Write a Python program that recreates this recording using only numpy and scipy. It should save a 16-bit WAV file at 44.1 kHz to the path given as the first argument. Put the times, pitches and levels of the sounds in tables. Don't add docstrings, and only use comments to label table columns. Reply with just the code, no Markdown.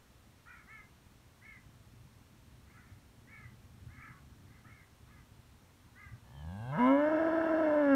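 import sys
import numpy as np
from scipy import signal
from scipy.fft import rfft, irfft, next_fast_len
from scipy.io import wavfile
from scipy.ndimage import uniform_filter1d

SR = 44100
rng = np.random.default_rng(int(sys.argv[2]) if len(sys.argv) > 2 else 0)


def generate_wav(sig):
    pcm = np.round(np.clip(np.atleast_2d(sig).T, -1, 1) * 32767).astype(np.int16)
    wavfile.write(sys.argv[1], SR, pcm)


N = 350595
TIME = np.arange(N) / SR

# (time [s], pitch [Hz])
GROWL_PITCH = [(6.2, 54.9), (6.342, 66.5), (6.482, 81.9), (6.586, 105.7), (6.706, 134), (6.77, 164.3)]
BELLOW_PITCH = [(6.795, 238.4), (6.93, 275.1), (7.05, 302), (7.16, 320.5), (7.375, 325.8), (7.6, 315),
                (7.705, 308), (7.8, 294.6), (7.95, 269.1)]
# (centre [Hz], width [Hz], relative level [dB])
SHUT_FORMANTS = [(300, 160, -14), (526, 170, -2), (820, 400, 1), (1097, 130, -22.5), (1567, 150, 0),
                 (2133, 130, -29.5), (2720, 190, -11), (3250, 190, -14), (3870, 700, -23)]
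HALF_FORMANTS = [(605, 186, -0.5), (983, 187, 3.5), (1317, 75, -3), (1642, 240, -10), (2130, 187, -8.5),
                 (2883, 250, -19.5), (3400, 910, -32), (5420, 2500, -46.5), (9000, 29000, -54.5)]
WIDE_FORMANTS = [(640, 370, 0), (920, 420, -2), (1335, 170, 1), (1606, 507, 1), (2156, 230, -15),
                 (2730, 210, -13), (3100, 450, -24.5), (3460, 110, -20.5), (3680, 360, -33.5),
                 (4320, 420, -32), (5330, 1200, -33)]
# (time [s], opening [0 shut, 1 half, 2 wide])
MOUTH_OPENING = [(6.71, 0.18), (6.75, 1.6), (6.87, 0.77), (7.07, 1.67), (7.6, 1.71), (7.82, 1.48),
                 (7.9, 1.75)]
# (time [s], formant shift [ratio])
NECK_STRETCH = [(6.38, 1.11), (6.52, 1.035), (6.78, .975), (6.9, 1.015), (7.1, 0.996), (7.95, 1.001)]
# (frequency [Hz], level over the overtones [dB])
NOSE_HUM = [(64, 4.5), (79, 15), (98, 9), (130, 9), (155, 10), (190, 9), (250, -7), (330, -12.5)]
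# (frequency [Hz], level [dB])
MOUTH_BOOM = [(245, -28), (271, -24.5), (290, -32), (304, -35.5), (316, -33), (330, -33), (490, -42),
              (550, -29.5), (615, -31), (650, -33.5)]
# (time [s], width [s], boost [dB])
BELLOW_PUSHES = [(6.84, .11, 9.5), (7.93, 0.037, 4)]
# (frequency [Hz], relative level [dB])
NOSTRIL_SPECTRUM = [(1000, -59), (7000, -7), (8200, -1), (9100, 3), (10500, -18), (16000, -32)]
# (start [s], length [s], pitch [Hz], roughness [0-1], relative level [dB], tilt [dB/harmonic])
BIRD_CALLS = [(0.452, 0.11, 497.5, 0.44, -61.5, -4.5), (0.523, .11, 454, 0.4, -66, 1.5),
              (0.671, .15, 450.4, 0.15, -59, 4), (1.411, .175, 443.7, 0.25, -64, 7.5),
              (2.67, 0.13, 440, 0.45, -72, 4), (2.749, 0.08, 492, 0.64, -69.5, -5.5),
              (2.797, 0.14, 458, 0.58, -73, 1.5), (3.271, 0.2, 452, 0.31, -63, 4.5),
              (3.879, .2, 438.5, .3, -67, 3), (3.967, 0.16, 450.5, 0.41, -59.5, .7),
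              (4.095, 0.11, 376.4, 0.31, -73, -4), (4.468, .153, 428, .5, -74, 3),
              (4.637, 0.07, 488, 0.4, -69, -6), (4.662, 0.18, 443.5, .35, -69.5, 6),
              (5.071, 0.148, 434, .25, -70.5, 1), (5.949, 0.164, 422.7, 0.22, -62, 3)]
# (frequency [Hz], relative level [dB])
RUMBLE_SPECTRUM = [(20, -56), (35, -36), (50, -3.5), (70, 1), (95, 0.5), (120, 4), (165, -8.5), (230, -5),
                   (300, -13.5), (420, -24.5), (700, -64.5), (3000, -120)]
# (frequency [Hz], relative level [dB])
HISS_SPECTRUM = [(100, 3.5), (400, -1.5), (620, -4), (1050, -3.5), (1500, -6.5), (2000, -8), (3000, -10.5),
                 (4300, -12), (4900, -16), (5400, -13), (7500, -16.5), (9300, -16), (10400, -21),
                 (11200, -18), (15700, -21.5)]
# (time [s], level [dB])
BREEZE_LEVEL = [(0, -67.5), (1, -67), (1.95, -59.5), (2.4, -63), (3.95, -57.5), (5, -62.5), (5.85, -64.5),
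                (6.3, -58.5), (7.95, -60.5)]
# (time [s], boost [dB])
BREEZE_BUFFETS = [(1.94, 5), (2.05, 3), (2.78, 9), (2.94, 10), (3.45, 6.5), (3.85, 10.5), (4.46, 10),
                  (4.69, 5), (4.79, 6), (5.21, 7.5), (6.14, 13)]
# (frequency [Hz], time to fall 60 dB [s])
FIELD_DECAY = [(200, 0.68), (1500, 0.34), (6000, 0.077)]

GROWL_START_S, GROWL_ATTACK_S, GROWL_DB, GROWL_DB_PER_S = 6.15, .16, -71.5, 40.5
OPEN_S, OPEN_RISE_S, BELLOW_DB = 6.727, .01, -39
BREAK_S, BREAK_WIDTH_S, BREAK_ROUGH = 6.785, .018, .5
DOUBLING_S, DOUBLING_WIDTH_S, DOUBLING_DEPTH, STRAIN_DOUBLING = 6.91, .09, .92, .5
STRAIN_HZ, STRAIN_WIDTH_HZ, STRAIN_LAG_S, EASY_ROUGH, STRAIN_ROUGH = 302, 6, .04, .085, .66


def cow():
    t = TIME[TIME > GROWL_START_S]
    pitch = curve(list(GROWL_PITCH) + list(BELLOW_PITCH), t)
    first_db, second_db, overtone_db = voice_levels(t, pitch)
    rough, alternation = hoarseness(t, pitch)
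    cycles = np.cumsum(pitch * (1 + .028 * rough * wander(35, len(t)))) / SR
    jittered = cycles + (.0047 + .037 * rough) * wander(220, len(t))
    buzz = vocal_folds(jittered, pitch, rough, alternation)
    mouth, stretch = curve(MOUTH_OPENING, t), curve(NECK_STRETCH, t)
    overtones = sum(np.maximum(1 - abs(mouth - k), 0) * unit(throat(buzz, formants, stretch))
                    for k, formants in enumerate([SHUT_FORMANTS, HALF_FORMANTS, WIDE_FORMANTS]))
    overtones /= np.sqrt(abs(uniform_filter1d(overtones ** 2, size=1800)) + 1e-9)
    phase = np.pi * (cycles + jittered)
    low_end = amp(first_db) * np.cos(phase) + amp(second_db) * np.cos(2 * phase)
    low_end *= np.sqrt(2) * (1 + .29 * rough * wander(100, len(t)))
    voice = np.pad(low_end + amp(overtone_db) * overtones, (N - len(t), 0))
    breath = amp(-78) * bump(TIME, 6.6, .13) * noise(NOSTRIL_SPECTRUM)
    return voice + breath


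def vocal_folds(cycles, pitch, rough, alternation):
    pulses = np.sinc((cycles - np.round(cycles)) / pitch * SR / 2) * np.cos(np.pi * cycles) ** 2
    pulses *= 1 + alternation * np.cos(np.pi * cycles)
    pulses -= 4 * pitch / SR * (.5 + np.cos(2 * np.pi * cycles) + np.cos(4 * np.pi * cycles))
    airflow = .5 + np.exp(-(cycles % 1) / .5)
    puffs = unit(airflow * rng.standard_normal(len(cycles)))
    buzz = (1 - rough) * unit(pulses) + rough * puffs
    treble = signal.butter(2, 3800, "high", fs=SR, output="sos")
    return buzz + signal.sosfiltfilt(treble, 1.3 * puffs - buzz)


def throat(buzz, formants, stretch, size=4096):
    hz = abs(np.fft.fftfreq(size, 1 / SR))
    power = sum(amp(db) ** 2 / (1 + (2 * (hz - f) / width) ** 2) ** 3 for f, width, db in formants)
    low_cut = hz ** 4 / (hz ** 4 + 130 ** 4)
    log_gain = np.log(power * low_cut + 1e-10) / 2
    ring = np.fft.ifft(np.exp(np.conj(signal.hilbert(log_gain)))).real
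    clock = np.cumsum(stretch)
    ticks = np.arange(clock[-1])
    rung = signal.oaconvolve(np.interp(ticks, clock, buzz), ring)[:len(ticks)]
    return np.interp(clock, ticks, rung)


def hoarseness(t, pitch):
    lagged_pitch = np.interp(t - STRAIN_LAG_S, t, pitch)
    strain = step((lagged_pitch - STRAIN_HZ) / STRAIN_WIDTH_HZ)
    doubling = DOUBLING_DEPTH * bump(t, DOUBLING_S, DOUBLING_WIDTH_S)
    crack = BREAK_ROUGH * bump(t, BREAK_S, BREAK_WIDTH_S)
    rough = EASY_ROUGH + STRAIN_ROUGH * strain + crack + .05 * doubling
    return np.clip(rough, 0, 1), doubling + STRAIN_DOUBLING * strain


def voice_levels(t, pitch):
    attack = np.clip((t - GROWL_START_S) / GROWL_ATTACK_S, 1e-3, 1)
    swell_db = GROWL_DB_PER_S * (np.minimum(t, BREAK_S) - GROWL_START_S)
    growl_db = GROWL_DB + swell_db + 20 * np.log10(attack)
    opened = step((t - OPEN_S) / OPEN_RISE_S)
    high = step((t - BREAK_S) / .005)
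    bellow_db = BELLOW_DB + high * sum(db * bump(t, s, width_s) for s, width_s, db in BELLOW_PUSHES)
    first_db, second_db = [(1 - high) * (growl_db + at_hz(NOSE_HUM, hz)) + high * at_hz(MOUTH_BOOM, hz)
                           for hz in (pitch, 2 * pitch)]
    return first_db, second_db, (1 - opened) * growl_db + opened * bellow_db


def nose_whistle(peak_s=6.39, width_s=.05, centre_hz=3120, fall_hz_per_s=1600, level_db=-67):
    hz = centre_hz - fall_hz_per_s * (TIME - peak_s) + 55 * wander(169, N)
    tone = np.sqrt(2) * np.sin(2 * np.pi * np.cumsum(hz) / SR)
    return amp(level_db) * bump(TIME, peak_s, width_s) * tone


def birds(snap_depth=.16, snap_s=.029, sag_per_s=.673, flank_db=-1.1):
    out = np.zeros(N)
    for start, length, pitch, rough, level_db, tilt_db in BIRD_CALLS:
        size = int(length * SR)
        age = np.arange(size) / SR
        bend = 1 - snap_depth * bump(age, 0, snap_s) - sag_per_s * age ** 2 / length
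        cycles = np.cumsum(pitch * bend * (1 + .0615 * rough * wander(104, size))) / SR
        third_db, fifth_db = level_db + flank_db - tilt_db, level_db + flank_db + tilt_db
        harmonics_db = [third_db - 18, third_db, level_db, fifth_db, fifth_db - 18.5, fifth_db - 23.5]
        swell = np.sqrt(2) * np.sin(np.pi * (age / length) ** 1.05) ** .46
        for k, db in enumerate(harmonics_db, 2):
            rasp = unit(1 + 1.5 * rough * wander(130, size))
            out[int(start * SR):][:size] += amp(db) * swell * rasp * np.sin(2 * np.pi * k * cycles)
    return out


def field_echo(x, size=30000, echoes_per_s=2000, predelay_s=.008):
    taps = rng.standard_normal(size) * (rng.random(size) < echoes_per_s / SR)
    taps *= np.arange(size) > predelay_s * SR
    hz, t, bands = signal.stft(taps, SR, nperseg=256)
    decay = amp(-60 * t / at_hz(FIELD_DECAY, hz)[:, None])
    tail = signal.istft(bands * decay, SR)[1]
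    return signal.oaconvolve(x, tail / np.linalg.norm(tail))[:N]


def background(calm_db=-58, buffet_width_s=.038, hiss_db=-65.5):
    breeze_db = curve(BREEZE_LEVEL, TIME) - calm_db
    buffet_db = sum(db * bump(TIME, s, buffet_width_s) for s, db in BREEZE_BUFFETS)
    rumble = noise(RUMBLE_SPECTRUM)
    sub, lows = [signal.sosfiltfilt(signal.butter(4, hz, fs=SR, output="sos"), rumble)
                 for hz in (85, 165)]
    body = amp(.2 * breeze_db + .41 * buffet_db) * sub
    body += amp(breeze_db + buffet_db) * (lows - sub)
    body += amp(.7 * breeze_db + .057 * buffet_db) * (rumble - lows)
    return amp(calm_db + 2.1 * wander(33, N)) * body + amp(hiss_db) * noise(HISS_SPECTRUM)


def amp(db):
    return 10 ** (np.asarray(db) / 20)


def unit(x):
    return x / np.sqrt(np.mean(x ** 2) + 1e-20)


def curve(points, t):
    return np.interp(t, *np.transpose(points))


def at_hz(points, hz):
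    f, value = np.transpose(points)
    return np.interp(np.log(hz + 1), np.log(f + 1), value)


def noise(spectrum):
    gain = amp(at_hz(spectrum, np.fft.rfftfreq(N, 1 / SR)))
    return unit(irfft(rfft(rng.standard_normal(N)) * gain, N))


def wander(rate_hz, size):
    span = next_fast_len(size)
    hz = np.fft.rfftfreq(span, 1 / SR)
    return unit(irfft(rfft(rng.standard_normal(span)) / (1 + (hz / rate_hz) ** 4), span)[:size])


def step(x):
    return .5 + .5 * np.tanh(x / 2)


def bump(t, peak_s, width_s):
    return np.exp(-((t - peak_s) / width_s) ** 2)


def scene():
    moo, calls = cow() + nose_whistle(), birds()
    near = moo + amp(-25) * field_echo(moo)
    far = amp(-.35) * calls + amp(-9.5) * field_echo(calls)
    return (near + far + background())[None]


def record(dry):
    low_pass = signal.firwin(511, 15720, window=("kaiser", 9), fs=SR)
    return signal.oaconvolve(dry, low_pass[None], "same")


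dry = scene()
out = record(dry)
generate_wav(out)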